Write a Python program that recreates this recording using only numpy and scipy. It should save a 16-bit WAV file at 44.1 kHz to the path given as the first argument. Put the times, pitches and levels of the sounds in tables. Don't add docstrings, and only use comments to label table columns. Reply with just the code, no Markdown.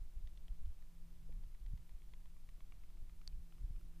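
import sys
import numpy as np
from scipy import signal
from scipy.fft import rfft, irfft, next_fast_len
from scipy.io import wavfile
from scipy.ndimage import uniform_filter1d, map_coordinates

SR = 44100
rng = np.random.default_rng(int(sys.argv[2]) if len(sys.argv) > 2 else 0)


def to_wav(s):
    ch = np.atleast_2d(s).T
    pcm = np.round(np.clip(ch, -1, 1) * 32767)
    wavfile.write(sys.argv[1], SR, pcm.astype(np.int16))


N = 176400
TIME = np.arange(N) / SR
RING_TIME = TIME[:SR // 20]

# (time [s], strength [dB])
GUSTS = [(0.0, -51), (0.02, -44), (0.09, -63), (0.18, -51), (0.21, -49), (0.26, -50.5), (0.3, -55.5),
         (0.39, -53), (0.42, -58), (0.47, -61), (0.51, -44), (0.58, -62), (0.61, -45), (0.71, -46),
         (0.73, -62), (0.99, -59), (1.31, -49.5), (1.37, -46), (1.39, -47.5), (1.6, -53.5), (1.74, -39.5),
         (1.77, -54.5), (1.8, -39), (1.85, -72), (1.95, -48.5), (1.97, -56), (2.03, -55), (2.44, -62.5),
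         (2.49, -54), (2.78, -58), (2.84, -56.5), (2.87, -57), (2.96, -57.5), (3.0, -54), (3.11, -52),
         (3.17, -59.5), (3.36, -45), (3.41, -52), (3.51, -64.5), (3.64, -41), (3.68, -52.5), (3.7, -43),
         (3.99, -62.5), (4.0, -60.5)]
# (frequency [Hz], relative level [dB])
SWAY_SPECTRUM = [(3, -11.5), (7, -1.5), (15, 4), (21, -5.5), (30, -22), (60, -62), (200, -140)]
RUMBLE_SPECTRUM = [(8, -19.5), (18, 0), (30, 2), (47, -7), (70, -22.5), (120, -39), (220, -56), (700, -130)]
FLUTTER_SPECTRUM = [(25, -25.5), (50, 2.5), (80, -1), (120, -11), (180, -25), (300, -42.5), (900, -125)]
# (time [s], level [dB], width [s])
EDDIES = [(0.172, -39.5, 0.0084), (0.246, -39.5, 0.01), (0.522, -43.5, 0.01), (0.639, -33.5, 0.019),
          (0.699, -34.5, 0.012), (1.3, -37.5, .013), (1.738, -39, 0.0039), (1.797, -37.5, 0.0099),
          (3.026, -49, 0.0058), (3.647, -38.5, 0.0058), (3.708, -40.5, 0.005)]

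# (time [s], pitch [Hz])
MOTOR_GLIDE = [(0, 174), (.3, 170), (.9, 169.5), (2.1, 169.5), (2.8, 167.5), (3.5, 166.5), (4, 166.5)]
# (time [s], level [dB])
FUNDAMENTAL_FADE = [(0.0, -79.5), (0.63, -72), (0.69, -85), (0.95, -69.5), (1.37, -66.5), (1.53, -79.5),
                    (1.76, -71), (1.99, -78), (2.07, -73), (2.65, -78.5), (3.51, -69.5), (3.72, -76),
                    (3.92, -69), (4.0, -64)]
OCTAVE_FADE = [(0, -85), (.7, -93.5), (1.3, -86.5), (1.7, -93), (2.1, -86.5), (2.45, -94), (3.0, -84.5),
               (3.3, -89.5), (3.7, -82.5), (4, -80.5)]
RUSH_FADE = [(0, -92), (.8, -94.5), (2.8, -93), (3.4, -85), (3.75, -80), (4, -84)]
# (frequency [Hz], relative level [dB])
RUSH_SPECTRUM = [(150, -13), (280, 2.5), (400, -6), (550, -11), (900, -29)]
AIR_SPECTRUM = [(20, 5), (70, 2.5), (130, -3.5), (200, -8.5), (300, -14), (450, -18.5), (1000, -20.5),
                (1600, -26.5), (2400, -26), (4000, -30), (8000, -58)]
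HISS_SPECTRUM = [(100, 0.16), (1000, 0.34), (3000, 0.68), (5000, 0.73), (7000, -0.36), (10000, -0.42),
                 (13000, -1), (15000, -0.87)]
# (frequency [Hz], side against mid [dB])
WIND_WIDTH = [(25, -27.5), (50, -19), (100, -28), (200, -40)]
AIR_WIDTH = [(100, -25), (300, -34.5), (700, -25.5), (2000, -20.5), (5000, -15.5)]
HISS_WIDTH = [(500, -23), (2000, -14.5), (6500, -11), (9300, -11.5), (10200, -35)]

# (time [s], level before trim [dB], middle mode [Hz], low modes [dB], high modes [dB], scratch [dB])
TICK_HITS = [(0.2726, -55, 1990, -4, 4, -6), (.374, -56.5, 2050, -5, 3.5, -10),
             (0.4812, -55, 2020, -3, 6.5, -10), (.657, -62.5, 1970, -1, 6, 1),
             (0.8235, -64, 1920, -8, -5, -10), (1.324, -61.5, 1970, -3, -4, -7),
             (1.4367, -59.5, 2000, 1, -2, -9), (1.5474, -60.5, 1930, -5, -18, -12),
             (1.6626, -56.5, 2000, -4, -2, -9), (1.7754, -60.5, 2060, -1, -1, -3),
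             (1.893, -59, 1950, -2, -3, -15), (2.019, -61.5, 2250, -7, -4, -12),
             (2.136, -51.5, 2090, -3.5, -3, -15), (2.2568, -58.5, 2100, 1, -4, -16),
             (2.3655, -63, 2000, 2, -16, -23), (2.489, -56.5, 1940, -3.5, -24, -8.5),
             (2.605, -57, 2240, 1, -5, -17), (2.7217, -53.5, 2340, -6, -16, -21),
             (2.8358, -61, 2170, -5, -22, -14), (2.9013, -67.5, 2000, -2, -5.5, -14),
             (2.9714, -64.5, 2180, -3, -9, -14), (3.095, -59.5, 2100, -1.5, -7.5, -17),
             (3.2142, -58, 2400, -1.5, -21, -14), (3.3253, -65, 2530, -15, -20, -25),
             (3.523, -59, 2540, -1, -4, -16), (3.5817, -67, 2300, 0, -12, -16),
             (3.7613, -62.5, 2470, -3.5, -12, -15), (3.811, -65, 2420, 6, 0, -10)]
# (starting frequency [Hz], drift [Hz/s], relative level [dB], t60 [s])
TICK_LOW_MODES = [(272, 160, -5, 0.011), (591, 205, 0, 0.018)]
TICK_HIGH_MODES = [(3374, -47, 4, 0.0056), (3070, 17, -4, .008), (4030, 29, -11.5, 0.0073)]
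# (frequency [Hz], relative level [dB])
SCUFF_SPECTRUM = [(120, -18), (300, 8), (750, -6), (1100, -32), (3000, -60)]
# (frequency [Hz], relative level [dB], t60 [s])
CLICK_RING = [(4530, 1, 0.0079), (4230, -12, 0.0026), (5200, -7, .003), (2440, -23, 0.0019)]

# (time [s], level [dB])
SIZZLE_FADE = [(0, -115), (3.3, -107), (3.6, -93), (4, -98)]
# (frequency [Hz], relative level [dB])
SIZZLE_SPECTRUM = [(4500, -50), (5000, 3), (5150, 3), (5300, -4), (5800, -15)]


def amp(db):
    return 10 ** (np.asarray(db) / 20)


def unit(x):
    return x / np.sqrt(np.mean(x ** 2) + 1e-20)


def curve(rows):
    return np.interp(TIME, *np.transpose(rows))


def wobble(rate):
    return map_coordinates(rng.standard_normal(256), [TIME * rate], mode="wrap")


def filtered(x, response):
    size = next_fast_len(N + SR // 2)
    hz = np.fft.rfftfreq(size, 1 / SR)
    return irfft(rfft(x, size) * response(hz), size)[..., :N]


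def noise(spectrum, width):
    def gain(points, hz):
        point_hz, db = np.transpose(points)
        return amp(np.interp(np.log(hz + 1), np.log(point_hz + 1), db))

    def mid_side_gains(hz):
        return gain(spectrum, hz) * np.array([np.ones_like(hz), gain(width, hz)])

    mid, side = filtered(rng.standard_normal((2, N)), mid_side_gains)
    return unit(np.array([mid + side, mid - side]))


def steadied(x, samples):
    power = uniform_filter1d(np.abs(signal.hilbert(x[0])) ** 2 / 2, samples)
    return x / np.sqrt(np.abs(power) + 0.00061)


def ring(hz, db, t60):
    return amp(db - 60 * RING_TIME / t60) * np.sin(2 * np.pi * hz * RING_TIME)


def burst(db, t60, band_hz):
    b, a = signal.butter(2, band_hz, "bandpass", fs=SR)
    puff = signal.lfilter(b, a, rng.standard_normal(len(RING_TIME)))
    return amp(db - 60 * RING_TIME / t60) * unit(puff)


def add(track, start_s, sound):
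    part = track[round(start_s * SR):][:len(sound)]
    part += sound[:len(part)]


def wind(typical_gust_db=-47.5):
    gust_db = curve(GUSTS) - typical_gust_db
    sway = amp(-49.5) * steadied(noise(SWAY_SPECTRUM, WIND_WIDTH), samples=8000)
    rumble = amp(-46 + 1.01 * gust_db) * steadied(noise(RUMBLE_SPECTRUM, WIND_WIDTH), samples=3000)
    flutter = amp(-61.5 + 1.25 * gust_db) * steadied(noise(FLUTTER_SPECTRUM, WIND_WIDTH), samples=2000)
    bumps = np.zeros(N)
    for centre_s, db, width_s in EDDIES:
        offset = (TIME - centre_s) / width_s
        bumps += amp(db) * np.pi * offset / (1 + offset ** 2) ** 2
    return sway + rumble + flutter + bumps


def motor(wander_hz=1.1, flicker_db=1.23):
    pitch_hz = curve(MOTOR_GLIDE) + wander_hz * wobble(12)
    phase = 2 * np.pi * np.cumsum(pitch_hz) / SR
    fundamental = amp(curve(FUNDAMENTAL_FADE) + flicker_db * wobble(20)) * np.sin(phase)
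    octave = amp(curve(OCTAVE_FADE) + flicker_db * wobble(18)) * np.sin(2 * phase)
    rush = amp(curve(RUSH_FADE)) * noise(RUSH_SPECTRUM, AIR_WIDTH)
    return np.sqrt(2) * (fundamental + octave) + rush


def distant_air(level_db=-70, sway_db=0.55):
    return amp(level_db + sway_db * wobble(3)) * noise(AIR_SPECTRUM, AIR_WIDTH)


def microphone_hiss(level_db=-77.5):
    return amp(level_db) * noise(HISS_SPECTRUM, HISS_WIDTH)


def ticks(trim_db=-1.24, attack_s=0.00022, delay_s=0.0005):
    track = np.zeros(N)
    for start_s, db, middle_hz, low_db, high_db, scratch_db in TICK_HITS:
        tick = ring(middle_hz, db=0, t60=0.012)
        tick += ring(1.157 * middle_hz, db=-3, t60=0.012)
        tick += burst(scratch_db, t60=0.026, band_hz=(1330, 5400))
        for modes, layer_db in ((TICK_LOW_MODES, low_db), (TICK_HIGH_MODES, high_db)):
            for hz, drift, mode_db, t60 in modes:
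                detune = 1 + rng.normal(0, 0.034)
                tick += ring((hz + drift * start_s) * detune, mode_db + layer_db, t60)
        tick *= 1 - np.exp(-RING_TIME / attack_s)
        add(track, start_s + delay_s, amp(db + trim_db) * tick / np.abs(tick).max())
    return track


def scuff(centre_s=1.298, width_s=0.0068, level_db=-68):
    swell = np.exp(-((TIME - centre_s) / width_s) ** 2 / 2)
    return amp(level_db) * swell * noise(SCUFF_SPECTRUM, width=[(1, -14)])


def click(start_s=3.2765, gain_db=-38.5, attack_s=0.00008):
    ping = sum(ring(*mode) for mode in CLICK_RING)
    snap = burst(db=-7, t60=0.0018, band_hz=(300, 8700))
    thud = burst(db=-32, t60=0.016, band_hz=(240, 830))
    attack = 1 - np.exp(-RING_TIME / attack_s)
    track = np.zeros(N)
    add(track, start_s, amp(gain_db) * (ping + snap + thud) * attack)
    return track


def sizzle(flicker_db=3.2):
    return amp(curve(SIZZLE_FADE) + flicker_db * wobble(30)) * noise(SIZZLE_SPECTRUM, AIR_WIDTH)


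def scene():
    return wind() + motor() + distant_air() + microphone_hiss() + ticks() + scuff() + click() + sizzle()


def record(dry, top_hz=15250):
    return filtered(dry, lambda hz: hz < top_hz)


dry = scene()
out = record(dry)
to_wav(out)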